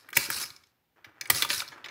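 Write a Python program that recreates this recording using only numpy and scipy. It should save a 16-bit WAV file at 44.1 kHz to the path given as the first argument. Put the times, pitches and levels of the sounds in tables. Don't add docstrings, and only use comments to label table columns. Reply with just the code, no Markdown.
import sys
import numpy as np
from scipy import signal
from scipy.fft import rfft, irfft
from scipy.io import wavfile
from scipy.ndimage import uniform_filter1d

SR = 44100
rng = np.random.default_rng(int(sys.argv[2]) if len(sys.argv) > 2 else 0)


def inscribe(sig):
    pcm = np.round(np.clip(np.atleast_2d(sig).T, -1, 1) * 32767)
    wavfile.write(sys.argv[1], SR, pcm.astype(np.int16))


N = 83790
SPLIT_HZ = 7200

# f/Hz, level/dB, t60/s
FRAME_MODES = [(582.5, -10.5, 0.065), (950, -11, 0.058), (1220, -14, 0.11), (1616, -6.5, 0.028),
               (1736, -7.5, 0.045), (1999, -3, 0.027), (2260, 1.5, 0.025), (2920, -8, 0.02),
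               (3510, 1, 0.013), (4272, 1.5, 0.014), (5150, 1, 0.012), (6060, -7.5, 0.03)]


def amp(db):
    return 10 ** (np.asarray(db) / 20)


def unit_rms(x):
    return x / np.sqrt(np.mean(x ** 2) + 1e-20)


def curve_at(points, hz):
    f, value = np.transpose(points)
    return np.interp(np.log(hz + 1), np.log(f + 1), value)


def envelope(stretches):
    t = np.arange(N) / SR
    return sum(amp(np.interp(t, *np.transpose(points), left=-140, right=-140)) for points in stretches)


def coloured(x, spectrum):
    gain = amp(curve_at(spectrum, np.fft.rfftfreq(len(x), 1 / SR)))
    return unit_rms(irfft(rfft(x) * gain, len(x)))


def clicks(n, per_s, spread_db):
    chance, sign, size = rng.random((n, 3)).T
    return (chance < per_s / SR) * np.sign(sign - .5) * amp(-spread_db * np.log(size + .01))


def ring(modes, lift_db=0):
    t = np.arange(3000)[:, None] / SR
    hz, db, t60 = np.transpose(modes)
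    signs = rng.choice([-1, 1], len(hz))
    return (signs * amp(db + lift_db - 60 * t / t60) * np.sin(2 * np.pi * hz * t)).sum(1)


def resonate(drive, modes, lift_db=0):
    return unit_rms(signal.fftconvolve(drive, ring(modes, lift_db))[:N])


def add(mix, start_s, sound):
    part = mix[round(start_s * SR):][:len(sound)]
    part += sound[:len(part)]


def wander(x, depth_db):
    bands = signal.stft(x, nperseg=256)[2]
    drift = uniform_filter1d(rng.standard_normal(bands.T.shape), size=9, axis=0)
    patches = unit_rms(uniform_filter1d(drift, size=5, axis=1)).T
    return unit_rms(signal.istft(bands * amp(depth_db * patches), nperseg=256)[1][:N])


def motor():
    # t/s, level/dB
    effort_curves = [
        [(0, -56.5), (.05, -66), (.125, -77)],
        [(.13, -57.5), (.165, -31.5), (.2, -35.5), (.255, -35), (.285, -44), (.31, -36), (.34, -33),
         (.435, -34), (.447, -39), (.47, -45.5), (.52, -60), (.6, -69), (.72, -76.5)],
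        [(1.3, -21.5), (1.33, -43), (1.36, -31), (1.42, -33), (1.445, -43.5), (1.482, -49.5), (1.495, -33.5),
         (1.54, -29.5), (1.59, -34.5), (1.625, -39), (1.645, -70), (1.71, -61.5), (1.8, -77.5)],
    ]
    # f/Hz, density/dB
    gear_spectrum = [(50, -11.5), (120, -21), (300, -5.5), (700, -20), (1250, -6), (3100, -5.5), (4500, -1),
                     (8000, -2.5), (10100, -6), (13800, -4.5), (16000, -10)]
    # f/Hz, t60/s, level/dB
    housing_modes = [(1480, 0.0078, -11), (2190, 0.0055, -14), (3850, 0.0058, -7.5), (5250, .0026, -3),
                     (6130, 0.0033, -14.5), (9900, 0.0033, -7.5)]
    rattle = unit_rms(uniform_filter1d(rng.standard_normal(N), size=round(.003 * SR)))
    mesh = amp(1.9 * rattle)
    teeth, inner_teeth = (mesh * clicks(N, per_s=4000, spread_db=1) for _ in range(2))
    housing = sum(amp(db) * resonate(inner_teeth, [(hz, 0, t60)]) for hz, t60, db in housing_modes)
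    whir = wander(coloured(teeth, gear_spectrum) + housing, depth_db=2.3)
    treble = signal.sosfiltfilt(signal.butter(2, SPLIT_HZ, "high", fs=SR, output="sos"), whir)
    whine = amp(-61) * resonate(teeth, [(13280, 0, .02)])
    effort = envelope(effort_curves)
    speed = effort / amp(-34)
    return effort * (whir - treble + treble * speed ** .24) + whine * speed ** .68


def rolling_ball():
    # t/s, level/dB
    roll_curves = [
        [(0, -65), (.05, -63), (.13, -63)],
        [(.955, -88), (.965, -62.5), (1, -66), (1.04, -73.5), (1.07, -57), (1.13, -67), (1.2, -60),
         (1.24, -56.5), (1.3, -52.5)],
        [(1.63, -56), (1.7, -71), (1.73, -53), (1.79, -55), (1.84, -57.5), (1.87, -50), (1.9, -53)],
    ]
    # f/Hz, density/dB
    playfield_spectrum = [(60, -15), (110, -5), (190, -14.5), (300, -1), (570, -8.5), (1500, -1.5),
                          (3500, -21.5), (8000, -36), (16000, -52.5)]
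    taps = clicks(N, per_s=6000, spread_db=5)
    octaves_off = abs(np.log2(np.transpose(FRAME_MODES)[0] / 1489))
    frame = resonate(taps, FRAME_MODES, lift_db=-9 * octaves_off)
    return envelope(roll_curves) * unit_rms(coloured(taps, playfield_spectrum) + amp(-16.5) * frame)


def room_tone():
    # f/Hz, density/dB
    air_spectrum = [(15, -40), (25, -18.5), (64, 1.5), (714, -10.5), (775, -4.5), (1020, -13.5),
                    (2000, -12.5), (3080, -15), (9070, -27), (14800, -16), (16000, -24)]
    return amp(-76) * coloured(rng.standard_normal(N), air_spectrum)


def knock(db, hz, treble_db, fall_s, dull_db, focus_db, rise_s, low_cut_hz):
    t = np.arange(1500) / SR
    first_contact = .0022 / rise_s * (t == 0)
    swell = np.where(t < rise_s, .29 + .63 * t / rise_s, np.exp((rise_s - t) / fall_s))
    chatter = (clicks(len(t), per_s=5600, spread_db=.71) + first_contact) * swell
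    brick_spread, edge_spread = (np.arange(40) + rng.random((2, 40))) / 40
    brick_modes = [(900 + (SPLIT_HZ - 900) * u, -7.5, .0079) for u in brick_spread]
    edge_modes = [(SPLIT_HZ + 9000 * u, 7.5 * u, .0077) for u in edge_spread]
    body_modes = np.vstack([FRAME_MODES, brick_modes])
    octaves = np.log2(body_modes[:, 0] / hz)
    lift_db = focus_db * np.exp(-(octaves / .5) ** 2) - dull_db * np.maximum(octaves, 0)
    snap, dry_crack = (hz, 2 * focus_db - 8, .0065), (1.3 * hz, 15, .0019)
    struck_part = ring([snap, dry_crack])
    body = signal.fftconvolve(chatter, ring(body_modes, lift_db) + struck_part)
    body = signal.sosfilt(signal.butter(2, low_cut_hz, "high", fs=SR, output="sos"), body)
    edges = signal.fftconvolve(chatter, ring(edge_modes))
    return amp(db) * (body / abs(body).max() + amp(treble_db) * edges / abs(edges).max())


def floor_thump(db):
    # f/Hz, level/dB, t60/s, rise/s
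    board_modes = [(62.3, -9, 0.11, .035), (77.5, -5, .1, .025), (112, -1.5, 0.055, 0.006),
                   (132.1, -1, 0.092, 0.0084), (207, -7.5, 0.052, 0.02), (258, -4.5, 0.083, .01),
                   (324, -3.5, 0.071, 0.014), (384, 0.5, 0.073, 0.013), (561, -3.5, 0.067, 0.0057),
                   (805, -17.5, 0.088, 0.0085)]
    t = np.arange(SR // 2) / SR
    return amp(db) * sum(
        amp(mode_db - 60 * t / t60) * (1 - np.exp(-(t / rise) ** 2)) * np.sin(2 * np.pi * hz * t)
        for hz, mode_db, t60, rise in board_modes)


def ticks(mix):
    # t/s, level/dB, f/Hz, treble/dB, fall/s, dulling/(dB per octave), pitch focus/dB
    hits = [(.088, -34, 1910, -9, 0.0041, 11, 15.5), (0.103, -41.5, 2400, 1.5, 0.0032, 3, 5),
            (0.129, -27.5, 1790, -11, 0.0029, 2, 10), (.503, -32.5, 5150, -17.5, 0.0034, 15.5, 6),
            (.563, -39, 4800, -14.5, .0027, -5, 7.5), (0.636, -49, 4500, -26, .004, 10, 5.5),
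            (.670, -54, 5000, -20, 0.0016, 6, -1), (0.988, -53.5, 1220, -38, 0.0021, 11.5, 10.5),
            (1.044, -35.5, 2000, -15, 0.0082, 3.5, 4), (1.2109, -22, 4600, -8.5, 0.0029, -5.5, 1),
            (1.218, -30, 2130, -26, 0.0035, -4, 12), (1.256, -31, 1935, -14, 0.0024, 2.5, 8),
            (1.273, -36, 8200, -11, 0.0029, 4, 11), (1.53, -20, 3480, -31, 0.0047, 17, 4.5),
            (1.678, -32, 5250, -11, 0.002, 7, 18), (1.686, -34.5, 4660, -12, .0017, 17, 13),
            (1.718, -38, 1590, -44.5, 0.017, 5.5, -1), (1.779, -37.5, 1510, -31.5, .0034, 7, 9),
            (1.843, -28, 2200, -23.5, 0.0075, 5, -7), (1.859, -30, 2490, -24, 0.0052, 7, -2),
            (1.885, -32.5, 1590, -49, 0.0069, 4.5, 5.5)]
    for start_s, db, hz, *timbre in hits:
        add(mix, start_s, knock(db, hz, *timbre, rise_s=.0007, low_cut_hz=hz / 2))
        add(mix, start_s, floor_thump(db - 32.5))


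def table_bumps(mix):
    # t/s, f/Hz, level/dB
    bumps = [(.125, 370, -46.5), (.185, 69, -46), (.288, 328, -36.5), (0.353, 79, -50.5), (.505, 120, -55),
             (1.07, 109.5, -57), (1.326, 95, -37.5), (1.429, 365, -34.5), (1.505, 277, -39.5),
             (1.571, 105, -46.5), (1.70, 125, -55.5), (1.86, 121, -64)]
    cycles = 3.2
    for start_s, hz, db in bumps:
        progress = np.arange(0, 1, hz / cycles / SR)
        swell = np.sin(np.pi * progress ** .42) ** 2
        add(mix, start_s, amp(db) * swell * np.sin(2 * np.pi * cycles * progress))


def flipper_clacks(mix):
    # t/s, level/dB, f/Hz, treble/dB, fall/s, dulling/(dB per octave), pitch focus/dB,
    # rise/s, floor thump/dB
    hits = [(.167, -6.5, 2480, 0.5, 0.0024, -3.5, 11.5, 0.0056, -26.5),
            (0.301, -18.5, 1830, 2.5, 0.0034, 0, 7, 0.0014, -39.5),
            (0.438, -28, 1480, -2.9, 0.0017, 5.5, 10, 0.00033, -48.5),
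            (1.2997, -7, 2260, 0.5, 0.0015, -0.5, 7.5, 0.004, -30),
            (1.346, -20, 3940, -3, .0043, 17, 8, .0011, -34),
            (1.423, -8.5, 3300, -9, 0.0078, 1, 2.5, 0.00014, -40.5),
            (1.448, -21.5, 1670, -2, 0.0032, 18, -6, 0.0012, -39),
            (1.5033, -9.5, 3070, -26, 0.0089, 7, 6.5, 0.00013, -49),
            (1.602, -18.5, 3700, -25, 0.00076, 16, 15.5, 0.0026, -52.5),
            (1.618, -27.5, 1337, -11, 0.0054, 3, 16, 0.002, -59)]
    for start_s, db, hz, *timbre, thump_db in hits:
        add(mix, start_s, knock(db, hz, *timbre, low_cut_hz=hz / 4.3))
        add(mix, start_s, floor_thump(thump_db))


def reverb(x):
    # f/Hz, t60/s
    decay_times = [(100, 0.75), (1000, 0.68), (4000, 0.36), (16000, 0.32)]
    noise = rng.standard_normal(SR // 2) * (np.arange(SR // 2) > 300)
    hz, t, bands = signal.stft(noise, SR, nperseg=256)
    decay = amp(-60 * t / curve_at(decay_times, hz)[:, None])
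    tail = signal.istft(bands * decay, SR, nperseg=256)[1]
    return signal.fftconvolve(x, tail / np.linalg.norm(tail))[:N]


def scene():
    mix = motor() + rolling_ball()
    flipper_clacks(mix)
    ticks(mix)
    table_bumps(mix)
    return (room_tone() + mix + amp(-13) * reverb(mix))[None]


def record(dry):
    thinned = signal.sosfilt(signal.butter(3, 57, "high", fs=SR, output="sos"), dry)
    band_limit = signal.firwin(511, 15750, window=("kaiser", 9), fs=SR)
    return signal.oaconvolve(thinned, band_limit[None], "same")


dry = scene()
out = record(dry)
inscribe(out)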